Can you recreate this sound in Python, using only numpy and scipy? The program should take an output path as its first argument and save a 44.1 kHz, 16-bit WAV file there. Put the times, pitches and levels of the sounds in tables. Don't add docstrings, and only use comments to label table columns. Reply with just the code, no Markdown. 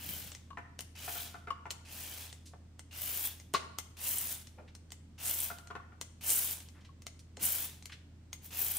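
import sys
import numpy as np
from scipy import signal
from scipy.fft import rfft, irfft
from scipy.io import wavfile
from scipy.ndimage import map_coordinates

SR = 44100
rng = np.random.default_rng(int(sys.argv[2]) if len(sys.argv) > 2 else 0)


def waveform_to_disk(signal):
    frames = np.transpose(np.atleast_2d(signal))
    scaled = np.clip(frames, -1, 1) * 32767
    samples = np.round(scaled).astype(np.int16)
    wavfile.write(sys.argv[1], SR, samples)


N = 387198
TIME = np.arange(N) / SR
FREQS = np.maximum(np.arange(N // 2 + 1) * SR / N, 1)

# [f/Hz, rms level/dB]
HUM = [(41, -70.5), (81.9, -56), (112, -69)]
# [f/Hz, level/dB]
ROOM_COLOUR = [(20, -22), (50, -9.5), (130, -1.5), (280, -6.5), (400, -17), (900, -27), (3000, -33.5),
               (8500, -39), (11000, -51.5), (15500, -48.5)]
# [t/s, level/dB]
KNOCKS = [(0.572, -33.5), (1.078, -35), (1.153, -39.5), (1.342, -38), (1.472, -36.5), (1.655, -36),
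          (2.534, -62), (3.539, -29), (4.584, -50.5), (5.501, -33.5), (5.702, -38.5), (5.752, -36),
          (5.798, -62), (5.920, -52)]
# [t/s, peak level/dB, hardness of blow/0-1]
BUMPS = [(.505, -42.5, 0.8), (0.53, -45, 0.3), (1.505, -24, 1), (3.546, -19, 1), (5.708, -40.5, 0.7),
         (5.753, -37, 0.9), (5.798, -45.5, 0.1), (6.89, -53.5, 0.2)]
# [f/Hz, width/Hz, level/dB]
DRAWER_MODES = [(185, 310, -9.5), (498, 110, -7.5), (681, 92, -1.5), (914, 300, -3.5), (1182, 33, 0),
                (1345, 220, 1), (1450, 140, 8), (1532, 190, -0.5), (1800, 260, -4.5), (2460, 800, -15),
                (2900, 280, -53)]
# [f/Hz, width/Hz, level/dB]
PANEL_MODES = [(436, 92, -16.5), (1099, 60, 29.5), (1430, 16, -15.5), (1100, 5.5, -9), (1660, 46, -5.5),
               (2090, 200, -2.5), (2620, 48, -27), (2850, 82, 11), (4100, 81, -43)]
# [t/s, nominal length/s, level/dB, nominal f/Hz]
RUSTLES = [(0.029, 0.29, -51.5, 136), (2.455, 0.041, -53, 5900), (2.533, 0.016, -49, 740),
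           (3.537, 0.023, -36.5, 390), (3.54, 0.032, -31.5, 3350), (4.574, 0.081, -53.5, 490),
           (4.677, 0.026, -58, 2790), (6.745, 0.1, -62, 1380), (6.806, 0.026, -62, 3560),
           (6.846, 0.026, -56, 3500), (7.191, 0.016, -55, 5770), (7.369, 0.018, -49, 436),
           (7.403, 0.062, -50.5, 165), (7.895, 0.016, -49, 2220), (7.918, 0.026, -44, 3100)]
# [t/s, level/dB, bright edge re level/dB]
CLICKS = [(0.3177, -37.5, -27), (0.349, -38.5, -19), (0.7906, -33.5, -9), (.806, -35.5, -2.5),
          (1.705, -29.5, -32), (1.7104, -31, -5), (2.3269, -40, -20), (2.7931, -40.5, -11),
          (3.3986, -45.5, -20), (3.5373, -29, -6), (3.7851, -28.5, -5), (4.4703, -44.5, -15),
          (4.7508, -42, -11.5), (4.9046, -49, -26), (4.9193, -37, -10.5), (5.5849, -43, -14),
          (5.6717, -46.5, -28), (6.012, -30, -8), (6.603, -42.5, -25), (6.6862, -46.5, -24),
          (7.02, -49.5, -7), (7.0663, -33.5, -14), (7.3695, -41, -33.5), (7.824, -47.5, -14),
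          (7.856, -37.5, -5.5), (8.3291, -34.5, -31), (8.3324, -44, 0)]
# [f/Hz, width/Hz, level/dB]
BLADE_MODES = [(4070, 170, -1.5), (5690, 660, 0), (6250, 410, 5.5), (7960, 3200, -1), (9450, 1130, -2.5)]
# [f/Hz, width/Hz, level/dB]
HANDLE_MODES = [(734, 1270, -4.5), (2050, 300, 2), (3120, 1050, -1.5)]
# [t/s, peak level/dB]
SNAPS = [(3.260, -29.5), (4.183, -20.5), (5.402, -21), (6.362, -22.5), (7.430, -25), (7.4535, -17.5),
         (8.738, -30), (8.768, -24)]
# [f/Hz, level/dB]
PEEL_COLOUR = [(250, -10.5), (700, -11), (1150, -11.5), (1600, -11.5), (2600, -9), (4200, -10),
               (5700, -6.5), (8000, -1.5), (10100, 0.5), (11300, -4), (13200, 1), (15000, 0.5)]
# [f/Hz, width/Hz, level/dB]
RIBBON_MODES = [(1410, 300, -17), (2420, 930, -5.5), (3000, 103, 7.5)]
# [start t/s, attack/s, start to lift/s, rasp level/dB, rasp sag/dB,
#                  crackle re rasp/dB, fizz re rasp/dB, first bite/dB]; sag and bite are scaled per layer
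STROKES = [(-.06, 0.18, 0.35, -49.5, 5, 0.5, 8.5, -0.5), (.952, 0.18, .31, -47.5, 4, 0.5, 8, -0.5),
           (1.85, .13, .41, -51, 2.4, 0.5, 4, -1.5), (2.91, 0.11, 0.35, -49, -1, 2, 10, -0.5),
           (3.968, 0.11, 0.37, -47.5, 2.5, 7, 13, 1.5), (5.179, 0.088, 0.27, -48.5, -0.5, 5, 12, 3.5),
           (6.209, .1, .308, -46, 2.36, 8, 14.5, 4), (7.393, 0.053, .25, -45.5, 3, 6.5, 14, 2.5),
           (8.414, .04, 0.053, -62.5, 1.5, 4.5, 12, 1), (8.506, 0.12, 0.31, -46.5, 3.5, 5, 15, -0.5)]

ROOM_DB = -63
HANDLE_DB = 1
BITE_S = 0.04
RIBBON_GLIDE_OCT = .35
RIBBON_FLUTTER_OCT = .09
TOP_HZ = 15550


def undb(db):
    return 10 ** (np.asarray(db) / 20)


def noise(count=N):
    return rng.standard_normal(count)


def band(x, lo_hz, hi_hz, order=2):
    edges_hz = [lo_hz, min(hi_hz, .48 * SR)]
    return signal.sosfilt(signal.butter(order, edges_hz, "band", fs=SR, output="sos"), x)


def colour(points):
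    hz, db = np.transpose(points)
    return undb(np.interp(np.log(FREQS), np.log(hz), db))


def unit(x):
    return x / np.sqrt(np.mean(x ** 2))


def peak(x, db):
    return x * undb(db) / np.abs(x).max()


def walk(rate_hz):
    return unit(irfft(rfft(noise()) / (1 + (FREQS / rate_hz) ** 4), N))


def pan(x, db):
    return x * undb(np.array([[db], [-db]]) / 2)


def from_left(x, db, lag_samples=2):
    return pan(np.array([x, np.roll(x, lag_samples)]), db)


def add(track, s, x):
    start = max(int(s * SR), 0)
    track[..., start:start + x.shape[-1]] += x[..., :N - start]


def ring(x, modes):
    out = 0
    for k, (hz, width_hz, db) in enumerate(modes):
        b, a = signal.iirpeak(hz, hz / width_hz, SR)
        out = out + (-1) ** k * undb(db) * signal.lfilter(b, a, x)
    return out


def burst(rise_s, fall_s, count=6000):
    t = TIME[:count]
    return noise(count) * (1 - np.exp(-t / rise_s)) * np.exp(-t / fall_s)


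def blow(chatter):
    push = chatter * burst(0.00031, 0.0061)
    push[0] += 1
    return push


def background():
    hum = 0
    for hz, db in HUM:
        amplitude = np.sqrt(2) * undb(db + 0.53 * walk(9.5))
        phase_waver_rad = 0.064 * walk(4)
        hum = hum + amplitude * np.sin(2 * np.pi * hz * TIME + phase_waver_rad)
    side_share = 0.043 + 1.27 * FREQS / (FREQS + 1100)
    mid = irfft(rfft(noise()) * colour(ROOM_COLOUR), N)
    side = irfft(rfft(noise()) * colour(ROOM_COLOUR) * side_share, N)
    gain = undb(ROOM_DB) / np.std(band(mid, 130, 1000))
    return pan(hum, -0.75) + gain * (mid + side * np.array([[1], [-1]]))


def kitchen(x, wet_db, t60_s=0.65, treble_t60_s=0.54, air_t60_s=0.31, count=26000):
    t = TIME[:count]
    onset = (t > .0065) * (1 + 4.8 * np.exp(-t / 0.0097))
    out = []
    for port in x * np.ones((2, 1)):
        low = band(noise(count), 82, 4200) * np.exp(-np.log(1000) * t / t60_s)
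        high = band(noise(count), 5140, 11600) * np.exp(-np.log(1000) * t / treble_t60_s)
        air = band(noise(count), 6800, 23000) * np.exp(-np.log(1000) * t / air_t60_s)
        response = (low + high + air) * onset
        out.append(signal.fftconvolve(port, response / np.linalg.norm(response))[:N])
    return undb(wet_db) * np.array(out)


def drawer_rattle():
    out = np.zeros(N)
    for s, db in KNOCKS:
        add(out, s, peak(ring(blow(chatter=0.23), DRAWER_MODES), db + 1))
        add(out, s + .013, peak(ring(blow(chatter=0.083), DRAWER_MODES), db - 10.5))
    return out


def drawer_bumps():
    out = np.zeros(N)
    for s, db, hardness in BUMPS:
        swell = ring(blow(chatter=0.01), [(1138, 81, 0.013)])
        drive = swell + hardness * blow(chatter=0.26)
        add(out, s, peak(band(ring(drive, PANEL_MODES), 200, 9100), db))
    return out


def rustles():
    out = np.zeros(N)
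    for s, length_s, db, hz in RUSTLES:
        rustle = band(burst(length_s / 8, length_s / 2, count=12000), hz / 2.16, hz * 1.51)
        add(out, s, peak(rustle, db + 5.5))
    return out


def blade_clicks():
    out = np.zeros((2, N))
    for s, db, edge_db in CLICKS:
        own = np.array([burst(0.0001, 0.0085), burst(0.00076, 0.0036)])
        contact = burst(0.00039, 0.0018) + 0.31 * own
        grip = 1 + 0.015 * rng.standard_normal()
        modes = [(hz * grip, width_hz, mode_db) for hz, width_hz, mode_db in BLADE_MODES]
        steel = peak(ring(contact, modes), db + 2.5)
        edge = peak(band(contact, 8600, 16000), db + edge_db + 5)
        handle = peak(ring(contact, HANDLE_MODES), db + HANDLE_DB)
        add(out, s, steel + edge + handle)
        lead_in = band(burst(0.0011, 0.00057), 700, 9400)
        add(out, s - .004, peak(lead_in, db - 18))
    return pan(out, 0.35)


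def snaps():
    out = np.zeros((2, N))
    for s, db in SNAPS:
        own = np.array([burst(.0001, 0.0013), burst(.0001, 0.00084)])
        crack = burst(.0001, 0.004) + 0.26 * own
        add(out, s, peak(band(crack, 8200, 12000), db))
    return out


def grains(rate_per_s, spread_db):
    size = undb(spread_db * np.minimum(rng.exponential(size=N), 3))
    return unit((rng.random(N) < rate_per_s / SR) * size * np.sign(noise()))


def ruptures(rate_per_s, spread_db, alike):
    alike = np.clip(alike, 0, 1)
    own = np.array([grains(rate_per_s, spread_db), grains(rate_per_s, spread_db)])
    return np.sqrt(alike) * grains(rate_per_s, spread_db) + np.sqrt(1 - alike) * own


def stroke_gain(layer, catch, power, bite_share, sag_factor, release_db_per_s):
    gain = np.zeros(N)
    for start_s, attack_s, length_s, rasp_db, sag_db, crackle_db, fizz_db, bite_db in STROKES:
        now = (TIME > start_s) & (TIME < start_s + 1)
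        t = TIME[now] - start_s
        pressure = np.clip(catch + (1 - catch) * t / attack_s, 0, 1)
        along = np.clip((t - attack_s) / (length_s - attack_s), 0, 1)
        level_db = rasp_db + {"rasp": 0, "crackle": crackle_db, "fizz": fizz_db}[layer]
        dig_db = bite_share * bite_db * np.exp(-((t - attack_s) / BITE_S) ** 2)
        ease_db = sag_factor * sag_db * along
        lift_db = release_db_per_s * np.maximum(t - length_s, 0)
        gain[now] += pressure ** power * undb(level_db + dig_db - ease_db - lift_db)
    return gain


def stroke_gains():
    rasp = stroke_gain("rasp", catch=0.17, power=0.72, bite_share=1.0, sag_factor=1.05,
                       release_db_per_s=133)
    crackle = stroke_gain("crackle", catch=0.088, power=1.45, bite_share=2.0, sag_factor=2.05,
                          release_db_per_s=197.5)
    fizz = stroke_gain("fizz", catch=0.074, power=1.7, bite_share=0, sag_factor=2.6,
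                       release_db_per_s=270)
    return rasp, crackle, fizz


def ribbon_glide(x):
    octaves = np.zeros(N)
    for start_s, _, length_s, *_ in STROKES:
        along = np.clip((TIME - start_s) / length_s, 0, 1)
        octaves = np.where(TIME >= start_s, RIBBON_GLIDE_OCT * (along - .5), octaves)
    at = np.cumsum(2 ** (octaves + RIBBON_FLUTTER_OCT * walk(200)))
    return np.array([map_coordinates(port, [at], order=3, mode="mirror") for port in x])


def curling_ribbon(rasp):
    ringing = sum(ring(rasp, [mode]) * undb(3.3 * walk(21)) for mode in RIBBON_MODES)
    return ribbon_glide(ringing) * undb(1.0)


def wander(x, lag_s, share):
    at = np.arange(N) - SR * lag_s * (1 + 0.077 * walk(2.3))
    reflection = np.array([map_coordinates(port, [at], order=3) for port in x])
    return (x + share * reflection) / np.hypot(1, share)


def peeling():
    judder_db = 1.0 * walk(60) + 1.2 * walk(450)
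    above_rasp = 1 / (1 + (5500 / FREQS) ** 8)
    above_crackle = 1 / (1 + (11500 / FREQS) ** 16)
    rasp_share = (1 - above_rasp) / (1 + (250 / FREQS) ** 4)
    crackle_share = above_rasp * (1 - above_crackle)

    def layer(source, share, flicker_db):
        sound = unit(irfft(rfft(source) * colour(PEEL_COLOUR) * np.sqrt(share), N))
        return sound * undb(judder_db + flicker_db * walk(160))

    rasp = layer(ruptures(5000, 1.4, alike=0.67), rasp_share, flicker_db=0.0)
    crackle = layer(ruptures(4000, 5.2, alike=0.35), crackle_share, flicker_db=1.4)
    fizz = layer(ruptures(8000, 0.93, alike=0.098), above_crackle, flicker_db=3.0)
    rasp = unit(rasp + curling_ribbon(rasp))
    tears = unit(band(ruptures(100, 1.5, alike=0.22), 1600, 11000))
    rasp_gain, crackle_gain, fizz_gain = stroke_gains()
    rasp = pan(rasp + undb(-7.5) * tears, 0.8) * undb(1.23) * rasp_gain
    crackle = pan(crackle, -1) * crackle_gain
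    fizz = pan(fizz, 3.8) * undb(2.0) * fizz_gain
    return wander(rasp + crackle + fizz, lag_s=.0013, share=0.18)


def scene():
    rattle = drawer_rattle()
    bumps = drawer_bumps()
    rustling = rustles()
    clicks = blade_clicks()
    cutting = peeling() + snaps()
    drawer = from_left(rattle, 3.8) + from_left(bumps, 6.6, lag_samples=4)
    direct = drawer + rustling + clicks + cutting
    drawer_send = undb(7) * rattle + undb(-0.5) * bumps
    near_send = undb(2.5) * rustling + undb(-1.0) * clicks + undb(-5.0) * cutting
    return background() + kitchen(drawer_send + near_send, wet_db=-6.0) + direct


def record(dry):
    return signal.sosfilt(signal.ellip(10, .2, 80, TOP_HZ, fs=SR, output="sos"), dry)


dry = scene()
out = record(dry)
waveform_to_disk(out)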